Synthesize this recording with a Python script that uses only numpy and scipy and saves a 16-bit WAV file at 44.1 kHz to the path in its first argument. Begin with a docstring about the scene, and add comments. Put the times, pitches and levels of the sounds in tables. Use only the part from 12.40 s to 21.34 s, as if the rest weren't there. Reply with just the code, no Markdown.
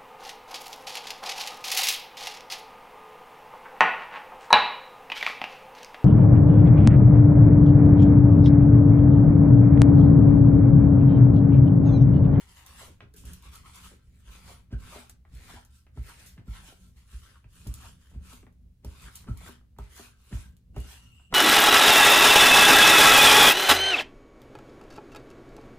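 """A sticky lint roller works over a jeans hem on a table, close to a stereo microphone in a quiet room.
From the start, strokes peel tape off the fibres in a fine crackle of noise grains, with a broader cloth rasp.
Soon threads snap in bright noise bursts, clinging denim lifts with gliding rasps and the handle ticks.
From 0.6 s the roller keeps landing: ringing modes for table and core, noise for crushed denim; later,
the core whirs and cloth flops down. The last strokes squeak in narrow resonances before the heaviest landing."""
import sys
import numpy as np
from scipy import signal
from scipy.fft import rfft, irfft, next_fast_len
from scipy.io import wavfile
from scipy.ndimage import uniform_filter1d, map_coordinates

SR = 44100
rng = np.random.default_rng(int(sys.argv[2]) if len(sys.argv) > 2 else 0)


def dump(signal):
    """Clip the signal to [-1, 1] and save it as 16-bit WAV at the path in sys.argv[1]."""
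    limited = np.clip(np.atleast_2d(signal).T, -1, 1)
    pcm = np.round(limited * 32767).astype(np.int16)
    wavfile.write(sys.argv[1], SR, pcm)


N = 394249  # length in samples

# spectrum of the tape letting go: hz, density_db (per Hz)
TAPE_SPECTRUM = [(500, -46), (1500, -11), (3000, 2), (5000, 0), (7500, 2.5), (10000, 2.5), (12000, -6),
                 (13800, 1), (16000, -62)]
# spectrum of denim rasping: hz, density_db (per Hz)
CLOTH_SPECTRUM = [(150, -20), (300, -5.5), (450, -2.5), (660, -6), (950, -2), (1300, -2.3), (1750, -3),
                  (2300, -4.3), (3300, -7.2), (5000, -13), (10000, -57)]
# air resonances of the hollow core: centre_hz, width_hz, level_db (relative)
TUBE_MODES = [(1048, 48, -4), (1350, 80, 4), (1545, 50, 0), (1770, 85, -13), (2075, 53, -14),
              (3100, 110, -5), (3500, 120, -6), (4130, 120, -8)]


def amp(db):
    """Decibels to gain."""
    return np.exp(np.asarray(db) * (np.log(10) / 20))


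def unit(x):
    """Scaled to rms 1."""
    return x / np.sqrt(np.mean(x ** 2) + 1e-20)


def along(points, hz):
    """(Hz, value) points joined on a log frequency axis."""
    f, v = np.transpose(points)
    return np.interp(np.log(hz + 1), np.log(f + 1), v)


def curves(rows):
    """One value per sample for each column after the time."""
    s, *cols = np.transpose(rows)
    return [np.interp(np.arange(N) / SR, s, c) for c in cols]


def wander(position):
    """A smooth random curve with one knot per unit of position."""
    return map_coordinates(rng.standard_normal(int(position[-1]) + 4), [position])


def wobble(rate):
    """A smooth random curve over the whole scene, rate knots a second."""
    coarse = np.arange(0, N + 32, 32)
    return np.interp(np.arange(N), coarse, wander(coarse * rate / SR))


def filtered(x, response):
    """x times a complex response of frequency."""
    n = x.shape[-1]
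    padded = next_fast_len(n + 8192)
    spectrum = rfft(x, padded) * response(np.fft.rfftfreq(padded, 1 / SR))
    return irfft(spectrum, padded)[..., :n]


def coloured(x, spectrum):
    """x shaped by the given spectrum."""
    return filtered(x, lambda hz: amp(along(spectrum, hz)))


def resonate(x, modes):
    """x through a set of resonances; each is applied twice over for steep skirts."""
    def response(hz):
        total = 0
        for centre, width, db in modes:
            damping = 1j * hz * width
            total = total + amp(db) * (damping / (centre * centre - hz * hz + damping)) ** 2
        return total
    return filtered(x, response)


def add(track, s, sound):
    """Mixes a sound into a track at time s."""
    start = max(round(s * SR), 0)
    part = track[..., start:start + sound.shape[-1]]
    part += sound[..., :part.shape[-1]]


def ports(x, lag_ms):
    """The sound reaches the left microphone lag_ms after the right one."""
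    def delays(hz):
        turn = np.exp(1j * np.pi * hz * lag_ms / 1000)  # half the lag on each side
        return np.array([turn.conj(), turn])
    return filtered(x, delays)


def spread(pair):
    """Two unrelated signals become left and right, partly alike."""
    # how alike the two microphones hear: hz, likeness (1 = identical)
    likeness = [(60, .99), (300, 0.77), (700, 0.5), (1400, 0.65), (3000, 0.04), (6000, 0.15), (8000, 0.06),
                (11000, 1), (14000, 0.82)]

    def shares(hz):
        alike = np.clip(along(likeness, hz), -1, 1)
        return np.sqrt([1 + alike, 1 - alike])
    mid, side = filtered(pair, shares)
    return unit(np.array([mid + side, mid - side]))


def grains(rate, scatter_db):
    """Two streams of tiny random releases, rate a second, of uneven size."""
    chance = np.clip(rate / SR, 1e-4, 1)
    size = amp(scatter_db * np.clip(rng.standard_normal((2, N)), -2, 2))
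    released = rng.random((2, N)) < chance
    return unit(released * size * rng.standard_normal((2, N)) / np.sqrt(chance))


def ring(modes, vary_db):
    """One blow on a set of decaying modes, peak 1, their strengths scattered by vary_db."""
    t = np.arange(SR // 4) / SR
    out = np.zeros(len(t))
    for hz, db, t60, rise in modes:
        shape = amp(-60 * t / t60) * (1 - np.exp(-(t / rise) ** 2))
        level = amp(db + vary_db * rng.normal())
        out += level * shape / shape.max() * np.sin(2 * np.pi * (hz * t + rng.random()))
    return out / np.abs(out).max()


def burst(spectrum, t60):
    """A short dying crack of noise, peak 1."""
    t = np.arange(SR // 8) / SR
    crack = coloured(rng.standard_normal(len(t)), spectrum) * amp(-60 * t / t60)
    return crack / np.abs(crack).max()


def push(hz, length):
    """The table bends and swings back while the arm presses down and damps it."""
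    t = np.arange(int(length * SR)) / SR
    return np.sin(np.pi * t / length) ** 2 * np.sin(2 * np.pi * hz * t)


def sweep(start_hz, end_hz, fall_s, rise_s, t60):
    """A blow whose pitch drops quickly and settles; its envelope peaks at 1."""
    t = np.arange(SR // 4) / SR
    varied_fall_s = fall_s * amp(rng.normal())
    hz = end_hz + (start_hz - end_hz) * np.exp(-t / varied_fall_s)
    shape = (1 - np.exp(-(t / rise_s) ** 2)) * amp(-60 * t / t60)
    return shape / shape.max() * np.sin(2 * np.pi * np.cumsum(hz) / SR)


def waver(x, depth_ms, rate):
    """x read at a wandering delay, so its pitch is unsteady."""
    n = np.arange(x.shape[-1])
    return np.interp(n + depth_ms * SR / 1000 * wander(n * rate / SR), n, x)


def patchy(x, depth_db):
    """Shifting folds of cloth colour the sound in passing patches of time and frequency."""
    z = signal.stft(x, nperseg=512)[2]
    field = rng.standard_normal(z.shape[1:])
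    field = uniform_filter1d(field, size=4, axis=0)
    field = uniform_filter1d(field, size=9, axis=1)
    return unit(signal.istft(z * amp(depth_db * unit(field)), nperseg=512)[1][:, :N])


def table_echo(x, share):
    """The table top mirrors the sound; the detour changes as the roller moves."""
    delay_ms = np.clip(0.774 + 0.18 * wobble(3), .2, 2)
    n = np.arange(N)
    mirrored = np.array([np.interp(n - delay_ms * SR / 1000, n, side) for side in x])
    return unit(x + share * mirrored)


def room(x):
    """The walls answer each side with a decaying noise tail of its own, 5 ms late."""
    # decay of the room: hz, t60_s
    decay = [(100, 0.34), (1300, 0.28), (4000, 0.22), (14000, 0.097)]
    hz, t, z = signal.stft(rng.standard_normal((2, SR // 2)), SR, nperseg=256)
    fade = amp(-60 * t / along(decay, hz)[:, None])
    tail = signal.istft(z * fade, SR, nperseg=256)[1]
    tail = np.pad(tail, ((0, 0), (int(.005 * SR), 0)))
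    return signal.fftconvolve(x, tail / np.linalg.norm(tail[0]), axes=1)[:, :N]


def background():
    """Still room air as shaped noise, with a low drone of sines wavering in phase."""
    # room drone: pitch_hz, level_db
    hum = [(70, -64.5), (118.4, -68.5), (188.4, -99)]
    # spectrum of the room air: hz, density_db (per Hz)
    air_spectrum = [(20, -2.5), (70, 4), (130, -10.5), (210, -13.5), (300, -22), (650, -34), (1300, -36.5),
                    (4000, -36), (16000, -43)]
    t = np.arange(N) / SR
    drone = np.zeros(N)
    for hz, db in hum:
        drone += amp(db) * unit(np.sin(2 * np.pi * hz * t + 0.33 * wobble(4.3)))
    air = spread(coloured(rng.standard_normal((2, N)), air_spectrum))
    return drone + amp(-65.5) * air


def rumble(cloth_db):
    """The table murmurs under the hands' weight and swells a little with each stroke."""
    # weight of hands and roller on the table: time_s, level_db (before gain_db)
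    weight = [(0.0, -64), (0.87, -51.5), (1.54, -60), (2.46, -54), (2.74, -60.5), (3.14, -54),
              (3.34, -58.5), (4.33, -55), (5.1, -63), (5.25, -56.5), (5.8, -52.5), (6.25, -60), (7.07, -53),
              (7.22, -58), (7.94, -63.5), (8.07, -53.5), (8.79, -59.5), (8.94, -57)]
    # spectrum of the table's murmur: hz, density_db (per Hz)
    rumble_spectrum = [(20, -12.5), (35, -18.5), (48, 1), (62, 1), (88, -5), (120, -10.5), (155, -14.5),
                       (185, -7.5), (210, -26), (238, -14), (290, -28.5), (600, -38), (1500, -66)]
    gain_db, growth, inertia_s = 1.0, 0.12, 0.16  # growth: exponent of the swell with rolling
    weight_db, = curves(weight)
    motion = np.abs(uniform_filter1d(amp(cloth_db), int(inertia_s * SR))) + 1e-9
    murmur = spread(coloured(rng.standard_normal((2, N)), rumble_spectrum))
    return amp(weight_db + gain_db + 2.9 * wobble(12)) * unit(motion ** growth) * murmur


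def core_rings():
    """The core's thin wall is jolted and rings on in a close pair of wavering modes."""
    # jolts to the core: start_s, level_db, pitch_hz
    jolts = [(.624, -60, 1402), (.741, -62, 1550), (2.331, -51, 1545), (4.08, -58, 1340),
             (6.883, -46, 1325), (7.388, -53, 1227), (7.728, -67, 1560), (8.03, -58.5, 1555)]
    # pair of wall modes: frequency_ratio, level_db (relative), t60_s, rise_s
    wall_modes = [(1, 0, .2, .002), (1.03, -1, .06, .0017)]
    out = np.zeros(N)
    for s, db, hz in jolts:
        modes = [(ratio * hz, *rest) for ratio, *rest in wall_modes]
        add(out, s, amp(db) * waver(ring(modes, vary_db=1), depth_ms=.075, rate=230))
    return out


def landings():
    """The tape grazes, slaps and crushes the denim, the hollow core clacks, the table knocks and bends."""
    # roller set down or bumping off the hem: start_s, then base levels of table thump_db, knock_db,
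    # core clack_db and crushed denim crush_db (each layer adds its offset), clack_top_hz
    hits = [(.622, -53, -45, -46, -51, 597), (.835, -37, -49, -55, -57, 1500),
            (1.053, -43, -54, -53.5, -57, 1530), (1.861, -39, -64, -67, -75, 1510),
            (2.323, -27, -27.5, -47.5, -41.5, 1100), (2.93, -36.5, -46, -70, -64, 1500),
            (3.571, -30.5, -34, -46.5, -50, 1201), (3.977, -50, -39, -56, -49, 1210),
            (4.075, -29.5, -35.5, -66, -62, 920), (4.729, -33, -48, -66, -60, 1203),
            (5.041, -48, -47, -62, -60, 1200), (5.264, -28.5, -29.5, -42, -42.5, 597),
            (5.745, -33, -40.5, -64, -52, 890), (6.445, -32.5, -36, -36.5, -45, 780),
            (6.883, -27.5, -25.5, -43.5, -44, 900), (7.385, -34.5, -38.5, -36.5, -51, 1350),
            (7.923, -27.5, -27, -52, -40.5, 1190), (8.362, -26.5, -33, -33, -37.5, 899.8),
            (8.924, -21.5, -24.3, -24.5, -31.5, 1900)]
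    # slow table modes: pitch_hz, level_db (relative), t60_s, rise_s
    table_modes = [(49.3, -6.5, 0.38, 0.041), (67.1, -8, 0.68, 0.015)]
    # knock modes of the table top: pitch_hz, level_db (relative), t60_s, rise_s
    knock_modes = [(96.3, 3, 0.17, 0.02), (122, 6, 0.15, 0.011), (191.5, -9.5, 0.15, 0.0035),
                   (235.7, -5.3, 0.2, 0.004), (312, -15.5, 0.11, 0.01), (404, -17, 0.072, 0.0017)]
    # clack modes of the plastic core: pitch_hz, level_db (relative), t60_s, rise_s
    core_modes = [(401.5, -3.5, 0.098, 0.00023), (625, -6, 0.079, 0.00046), (850, 1, 0.0082, 0.002),
                  (945, -5, 0.022, 0.0016), (993, 2.5, 0.012, 0.00094), (1312, -2.5, 0.064, 0.00031),
                  (1490, -11, 0.092, 0.0002), (1950, -6, 0.034, 0.00025)]
    # spectrum of denim crushed under the roller: hz, density_db (per Hz)
    crush_spectrum = [(90, -8.5), (200, 4.5), (330, 0), (560, -11), (900, -19), (2000, -18.5), (6000, -30),
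                      (14000, -72)]
    # spectrum of tape meeting cloth: hz, density_db (per Hz)
    slap_spectrum = [(150, -44), (400, 17), (1100, -5), (1700, -16), (3000, -2.5), (8000, -22)]
    graze_s = .03
    out = core_rings()
    for s, thump_db, knock_db, clack_db, crush_db, top_hz in hits:
        # the roller grazes the raised cloth just before it lands
        rise = np.linspace(0, 1, int(graze_s * SR))
        graze = unit(coloured(rng.standard_normal(len(rise)), crush_spectrum))
        add(out, s - graze_s, amp(knock_db - 22.5) * rise ** 2 * graze)

        add(out, s - .004, amp(thump_db) * push(hz=59 * amp(0.56 * rng.normal()), length=0.08))
        add(out, s + .02, amp(thump_db - 13) * ring(table_modes, vary_db=2))

        # bending waves bring the higher notes of a knock first
        bend = sweep(start_hz=430, end_hz=116, fall_s=.006, rise_s=.011, t60=.11)
        add(out, s, amp(knock_db - 7.5) * bend)
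        add(out, s, amp(knock_db - .6) * ring(knock_modes, vary_db=0.0))
        add(out, s + 0.00304, amp(crush_db) * burst(crush_spectrum, t60=0.23))

        # the glue takes hold softly
        press = np.hanning(int(.06 * SR))
        glue = unit(coloured(rng.standard_normal(len(press)), TAPE_SPECTRUM))
        add(out, s - .018, amp(knock_db - 41) * press * glue)

        # the clack is dulled above its top frequency
        cushion = signal.butter(3, np.clip(top_hz, 200, 8000), fs=SR)
        clack = signal.lfilter(*cushion, ring(core_modes, vary_db=2))
        add(out, s + 0.00197, amp(clack_db + 1.5) * clack)
        add(out, s + .001, amp(clack_db - 8) * burst(slap_spectrum, t60=.045))
    return ports(out, lag_ms=-0.11) * amp([[-.3], [.3]])


def flops():
    """Let go by the glue, a fold of the hem whips flat and pats the table."""
    # the hem drops back on the table: start_s, base_level_db (each layer adds its offset)
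    drops = [(1.515, -52), (2.559, -43), (2.582, -48), (3.138, -48), (4.285, -56), (4.325, -53),
             (5.929, -46), (6.031, -52), (6.069, -54), (6.68, -57), (7.089, -41.5), (7.596, -41),
             (8.45, -52)]
    # what a drop rings with: pitch_hz, level_db (relative), t60_s, rise_s
    flop_modes = [(239.2, 0, .22, 0.0047), (400.4, -4.5, 0.044, .002), (620, -10, 0.044, .001)]
    # spectrum of the cloth's soft crack: hz, density_db (per Hz)
    pat_spectrum = [(100, -14), (260, 0), (600, -3), (1300, -8), (2500, -22), (6000, -50)]
    out = np.zeros(N)
    for s, db in drops:
        # the slap drops in pitch as the fold flattens
        fold = sweep(start_hz=900, end_hz=240, fall_s=.0028, rise_s=.003, t60=.07)
        add(out, s - .002, amp(db - 7) * fold)
        add(out, s - .001, amp(db - 2) * burst(pat_spectrum, t60=.06))
        add(out, s, amp(db - 4) * ring(flop_modes, vary_db=2))
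    return ports(out, lag_ms=-0.12)


def handle_ticks():
    """The plastic handle ticks in its core: a dry noise click over a weaker rattle that lasts longer."""
    # ticks: start_s, level_db, brightest_hz, rattle_db (against the click)
    tick_times = [(0.6056, -38, 2520, -15), (.6115, -51, 1000, -8), (.617, -51, 2500, -9),
                  (2.696, -51, 1500, -9), (2.851, -55, 1450, -4), (3.467, -52, 1950, -12),
                  (3.978, -47, 1900, -12), (5.043, -51.5, 2000, -14), (5.716, -59, 700, -8),
                  (5.741, -57, 1700, -12), (6.029, -52, 2100, -16), (6.067, -51, 1600, -16),
                  (6.843, -52, 1300, -10), (6.871, -49, 1700, -14), (6.877, -44.5, 1400, -14),
                  (7.063, -40, 1700, -14), (7.212, -57, 1000, -12), (7.365, -59, 1540, -12),
                  (7.927, -39.5, 2270, -16), (7.971, -47, 1150, -14), (8.345, -53, 1000, -9),
                  (8.798, -57, 1100, -6)]
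    # tick spectrum: ratio to brightest_hz, density_db (per Hz)
    tick_shape = [(.1, -7), (.45, -6), (1, -3), (1.3, -6), (1.8, -21), (3, -31), (6, -52)]
    click_t60_s, rattle_t60_s = .024, .13
    out = np.zeros(N)
    for s, db, hz, rattle_db in tick_times:
        colour = [(ratio * hz, level) for ratio, level in tick_shape]
        rattle = amp(rattle_db) * burst(colour, rattle_t60_s)
        add(out, s, amp(db) * (burst(colour, click_t60_s) + rattle))
    return ports(out, lag_ms=-0.069)


def thread_snaps():
    """Stuck threads and tape edges snap free: a sharp break over a short crackle of bright noise."""
    # snaps, loud and faint: start_s, level_db, crackle_t60_s
    snap_times = [(0.2638, -38, 0.018), (0.739, -46, 0.033), (.7637, -44.5, 0.13), (0.854, -41, .06),
                  (0.934, -34.5, .03), (1.024, -43.5, 0.027), (1.156, -37.5, .02), (1.358, -38, 0.026),
                  (2.406, -56, 0.025), (2.6961, -37.5, 0.039), (2.9503, -47, 0.034), (3.25, -47, 0.05),
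                  (3.8616, -43, 0.22), (5.271, -37, 0.047), (5.3406, -31.5, 0.018), (6.125, -65, .05),
                  (6.4473, -36, 0.019), (6.621, -47, .015), (6.7556, -32, 0.075), (6.974, -40.5, 0.028),
                  (7.0637, -45, 0.014), (7.3867, -44, .019), (7.564, -41, 0.011), (8.1675, -52, 0.03),
                  (8.363, -47, .02), (8.381, -45, .03), (8.402, -42, 0.03)]
    # snap spectrum: hz, density_db (per Hz)
    snap_spectrum = [(300, -40), (1500, -15), (3200, -3), (7500, 1), (11000, 1.5), (14000, 1.5),
                     (16000, -19)]
    out = np.zeros(N)
    for s, db, t60 in snap_times:
        sharp_break = burst(snap_spectrum, t60=0.0025)
        add(out, s, amp(db) * (sharp_break + amp(-1.5) * burst(snap_spectrum, t60)))
    return ports(out, lag_ms=0.29)


def clicks():
    """Thread snaps and handle ticks, with the room's answer to them."""
    direct = thread_snaps() + handle_ticks()
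    return direct + room(amp(-5.0) * direct)


def whirs():
    """The freely spinning hollow core hums in its air modes, swelling and running down."""
    # whirs: start_s, length_s, level_db (before the swell)
    spins = [(1.499, 0.2, -76), (3.06, .13, -63.5), (3.24, .24, -76), (3.646, 0.11, -61), (4.11, .11, -58),
             (4.259, .1, -67), (4.38, .14, -74), (4.799, 0.13, -69), (8.54, .22, -75)]
    out = np.zeros((2, N))
    for s, length, db in spins:
        swell = np.hanning(int(length * SR))
        hum = spread(resonate(rng.standard_normal((2, len(swell))), TUBE_MODES))
        add(out, s, amp(db) * swell * hum)
    return out


def spindle():
    """The core rubs on its spindle: a thin squeak of resonant noise that catches and wavers as it turns."""
    # squeak in the last strokes: time_s, level_db, overtone_db (against the main note)
    squeak_levels = [(8.335, -100, -20), (8.348, -72, -20), (8.40, -62, -6), (8.47, -69, -6),
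                     (8.57, -69, -7), (8.615, -64, -10), (8.645, -70, -11), (8.67, -66, -13),
                     (8.698, -71, -10), (8.716, -63.5, -14), (8.752, -69, -3), (8.788, -61, -11),
                     (8.83, -70, -4), (8.85, -68, -7), (8.888, -73, -7), (8.91, -64.5, -18)]
    # main note and overtone: centre_hz, width_hz, level_db
    spindle_modes = [(2818, 200, 0), (7680, 620, 0)]
    level_db, overtone_db = curves(squeak_levels)
    main, over = [unit(resonate(rng.standard_normal((2, N)), [mode])) for mode in spindle_modes]
    notes = main + amp(overtone_db + 2 * wobble(21)) * over
    squeak = np.array([waver(side, depth_ms=.17, rate=45) for side in notes])
    return squeak * amp(level_db + 2 * wobble(70))


def lifting():
    """The flap of denim that clings to the roller changes length, so its broad rasp glides."""
    # denim comes loose: start_s, length_s, start_hz, end_hz, level_db (before the swell),
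    # memory_cycles (how long the flap keeps its swing)
    lifts = [(0.385, 0.06, 1900, 452, -54, 1.08), (0.451, 0.083, 905, 300, -60.5, 1.5),
             (0.732, 0.059, 392, 215, -60.5, 0.93), (0.835, 0.088, 485, 219, -62, 1.01),
             (1.019, 0.065, 979, 1200, -59, 5.1), (1.131, .05, 1150, 1340, -61.5, 4.7),
             (1.227, 0.065, 1028, 1343, -59.5, 5.06), (1.427, 0.048, 1350, 1050, -57, 3),
             (1.505, 0.066, 522, 260, -60.5, 1), (2.075, 0.05, 1587, 349, -53.5, 1),
             (2.51, 0.085, 1150, 480, -51, 1.0), (2.6, 0.051, 905, 853, -60, 4.7),
             (3.075, 0.05, 1198, 850, -57, 1.5), (3.145, 0.053, 1000, 780, -54.5, 2.2),
             (3.675, 0.056, 1790, 1006, -55.5, 1.94), (4.121, .08, 1052, 945, -66, 4),
             (4.264, 0.08, 1398, 500, -64, 1.5), (4.941, 0.038, 1506, 1104, -64, 2.16),
             (5.42, 0.06, 1400, 950, -56, 1.1), (5.893, 0.045, 1308, 950, -65, 0.98),
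             (6.644, 0.066, 1810, 1405, -56, 2), (7.0, .05, 900, 750, -61, 1),
             (7.068, 0.03, 1500, 800, -54, 1.01), (7.565, 0.042, 1303, 1000, -58.5, 1.2)]
    out = np.zeros((2, N))
    for s, length, start_hz, end_hz, db, memory in lifts:
        u = np.linspace(0, 1, int(length * SR))
        hz = end_hz * (start_hz / end_hz) ** ((1 - u) ** 1.3)
        cycles = np.cumsum(hz) / SR
        # limp cloth soon forgets its swing
        flap = wander(cycles / memory) * np.cos(2 * np.pi * cycles)
        flap += wander(cycles / memory) * np.sin(2 * np.pi * cycles)
        scrape = unit(coloured(rng.standard_normal((2, len(u))), CLOTH_SPECTRUM))
        jerks = unit(amp(2.7 * wander(u * length * 220)))  # it comes away thread by thread
        swell = np.abs(np.sin(np.pi * u)) ** 0.79
        add(out, s, amp(db) * (unit(flap) + amp(-8) * scrape) * jerks * swell)
    return ports(out, lag_ms=-0.074)


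def rolling():
    """Tape and cloth levels in dB: each stroke takes hold, swells with speed, sags as it slows and dies away."""
    # pushes and pulls of the roller: start_s, fastest_s, stop_s, then base levels tape_db, cloth_db
    strokes = [(-.05, 0, 0.0092, -57.5, -57.5), (0.05, 0.098, 0.12, -59, -61.5),
               (0.143, 0.17, 0.2, -58.5, -57), (0.236, 0.272, 0.3, -56, -56.5),
               (0.31, 0.401, 0.44, -51, -52.5), (0.749, 0.772, 0.8, -57, -70.5),
               (0.818, 0.868, 0.94, -56.5, -60.5), (1.003, 1.05, 1.07, -58.5, -58),
               (1.101, 1.141, 1.145, -53, -53.5), (1.229, 1.261, 1.294, -58.5, -58.5),
               (1.308, 1.347, 1.39, -55.5, -55), (1.395, 1.448, 1.467, -52.5, -56),
               (1.608, 1.83, 1.81, -70.5, -74.5), (1.836, 1.92, 1.985, -59, -57),
               (2.007, 2.095, 2.11, -54, -53.5), (2.378, 2.533, 2.594, -53, -53.5),
               (2.85, 2.92, 2.9, -75, -75), (2.92, 3.11, 3.16, -56.5, -55), (3.287, 3.355, 3.365, -64, -78),
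               (3.536, 3.577, 3.6, -67.5, -66), (3.61, 3.698, 3.705, -54, -55.5),
               (3.733, 3.796, 3.87, -58.5, -59), (4.062, 4.158, 4.19, -58, -56),
               (4.207, 4.278, 4.29, -54, -57.5), (4.36, 4.41, 4.46, -65.5, -77),
               (4.544, 4.572, 4.62, -67.5, -70), (4.66, 4.735, 4.78, -59.5, -63.5),
               (4.796, 4.836, 4.93, -64, -62.5), (5.085, 5.165, 5.25, -61, -67),
               (5.25, 5.468, 5.475, -54.5, -58.5), (5.555, 5.618, 5.72, -70, -71),
               (5.775, 5.83, 5.97, -72.5, -71), (5.823, 5.935, 5.933, -53, -57.5),
               (6.451, 6.646, 6.67, -56.5, -57), (6.702, 6.76, 6.8, -57.5, -63.5),
               (6.865, 6.885, 6.93, -68, -72), (6.955, 7.087, 7.075, -53, -53),
               (7.378, 7.403, 7.47, -66.5, -63.5), (7.49, 7.581, 7.64, -53, -56),
               (7.764, 7.897, 7.92, -64, -66), (7.904, 7.945, 8.01, -55, -60),
               (8.355, 8.531, 8.55, -53, -57), (8.6, 8.627, 8.66, -66, -72), (8.686, 8.76, 8.83, -73, -77)]
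    attack_s, swell_db, sag_db = .04, 9.5, 2.5  # tape takes hold; gain up to full speed; loss while slowing
    tape_release_s, cloth_release_s = 0.25, 0.29  # time to fall 60 dB after a stop
    t = np.arange(0, N + 64, 64) / SR
    tape, cloth = np.full((2, len(t)), 1e-10)  # powers
    for start, fastest, stop, tape_db, cloth_db in strokes:
        grip = .5 + .5 * np.tanh(2 * (t - start) / attack_s - .5)
        speed = np.clip((t - start) / max(fastest - start, 1e-3), 0, 1)
        slowing = np.clip((t - fastest) / max(stop - fastest, 1e-3), 0, 1)
        shape_db = swell_db * (speed ** 1.7 - 1) - sag_db * slowing
        after = np.maximum(t - stop, 0)
        tape_fall_db = 60 * (after / tape_release_s) ** 1.307
        cloth_fall_db = 60 * (after / cloth_release_s) ** 1.12
        tape += (grip * amp(tape_db + shape_db - tape_fall_db)) ** 2
        cloth += (grip * amp(cloth_db + shape_db - cloth_fall_db)) ** 2
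    return curves(np.transpose([t, 10 * np.log10(tape), 10 * np.log10(cloth)]))


def cloth_rasp(cloth_db, weave_db, rate):
    """Denim fibres rasp, coarser ones break one by one, and the hollow core sings with them."""
    # spectrum of coarser fibres breaking: hz, density_db (per Hz)
    crackle_spectrum = [(500, -21), (1100, -4.5), (2800, 1), (5000, -8), (10000, -7.5), (16000, -29)]
    tube_db, tube_swing_db = -15.5, 4.5  # core against the cloth level; how far each mode comes and goes
    crackle_per_s, crackle_db = 300, -5.5  # crackle_db is against the cloth level
    fibres = grains(.5 * rate, scatter_db=1.5)
    rasp = unit(coloured(fibres, CLOTH_SPECTRUM)) * amp(cloth_db + weave_db + 0.6 * wobble(35))
    # each air mode comes and goes as the core turns
    singing = np.zeros((2, N))
    for mode in TUBE_MODES:
        singing += resonate(fibres, [mode]) * amp(tube_swing_db * np.tanh(wobble(11)))
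    singing = unit(singing) * amp(cloth_db + tube_db)
    breaks = unit(coloured(grains(crackle_per_s, scatter_db=1), crackle_spectrum))
    mix = rasp + singing + breaks * amp(cloth_db + crackle_db)
    # the echo returns rms 1, so the mix's own level is put back
    cloth = np.std(mix) * table_echo(spread(patchy(mix, depth_db=2.1)), share=0.45)
    return ports(cloth, lag_ms=-0.04) * amp([[1.3], [-1.3]])


def tape_crackle(tape_db, weave_db, rate):
    """Fibres let go of the glue as a dense stream of bright grains."""
    releases = coloured(grains(rate, scatter_db=-1.0), TAPE_SPECTRUM)
    tape = spread(patchy(releases, depth_db=3.0)) * amp(tape_db + weave_db)
    return ports(tape, lag_ms=0.2917) * amp([[-.45], [.45]])


def peeling(tape_db, cloth_db):
    """Faster rolling peels louder and denser; tape and cloth share the uneven grip of the weave."""
    grains_per_s, reference_db, growth = 16000, -54, .6  # release rate at the reference level; its growth
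    rate = grains_per_s * amp(growth * (tape_db - reference_db))
    weave_db = 0.48 * wobble(70)
    return tape_crackle(tape_db, weave_db, rate) + cloth_rasp(cloth_db, weave_db, rate)


def scene():
    """Roller, cloth and table in the room."""
    tape_db, cloth_db = rolling()
    contacts = landings() + lifting() + flops()
    peel = peeling(tape_db, cloth_db) + spindle() + whirs()
    walls = room(amp(-7.5) * contacts + amp(-8.0) * peel)
    walls = filtered(walls, lambda hz: hz / np.hypot(hz, 280))  # bass reaches the microphone mostly direct
    return contacts + peel + walls + clicks() + rumble(cloth_db) + background()


def record(dry):
    """The recorder keeps nothing above its band limit of 16200 Hz."""
    return filtered(dry, lambda hz: hz < 16200)


dry = scene()
out = record(dry)
dump(out)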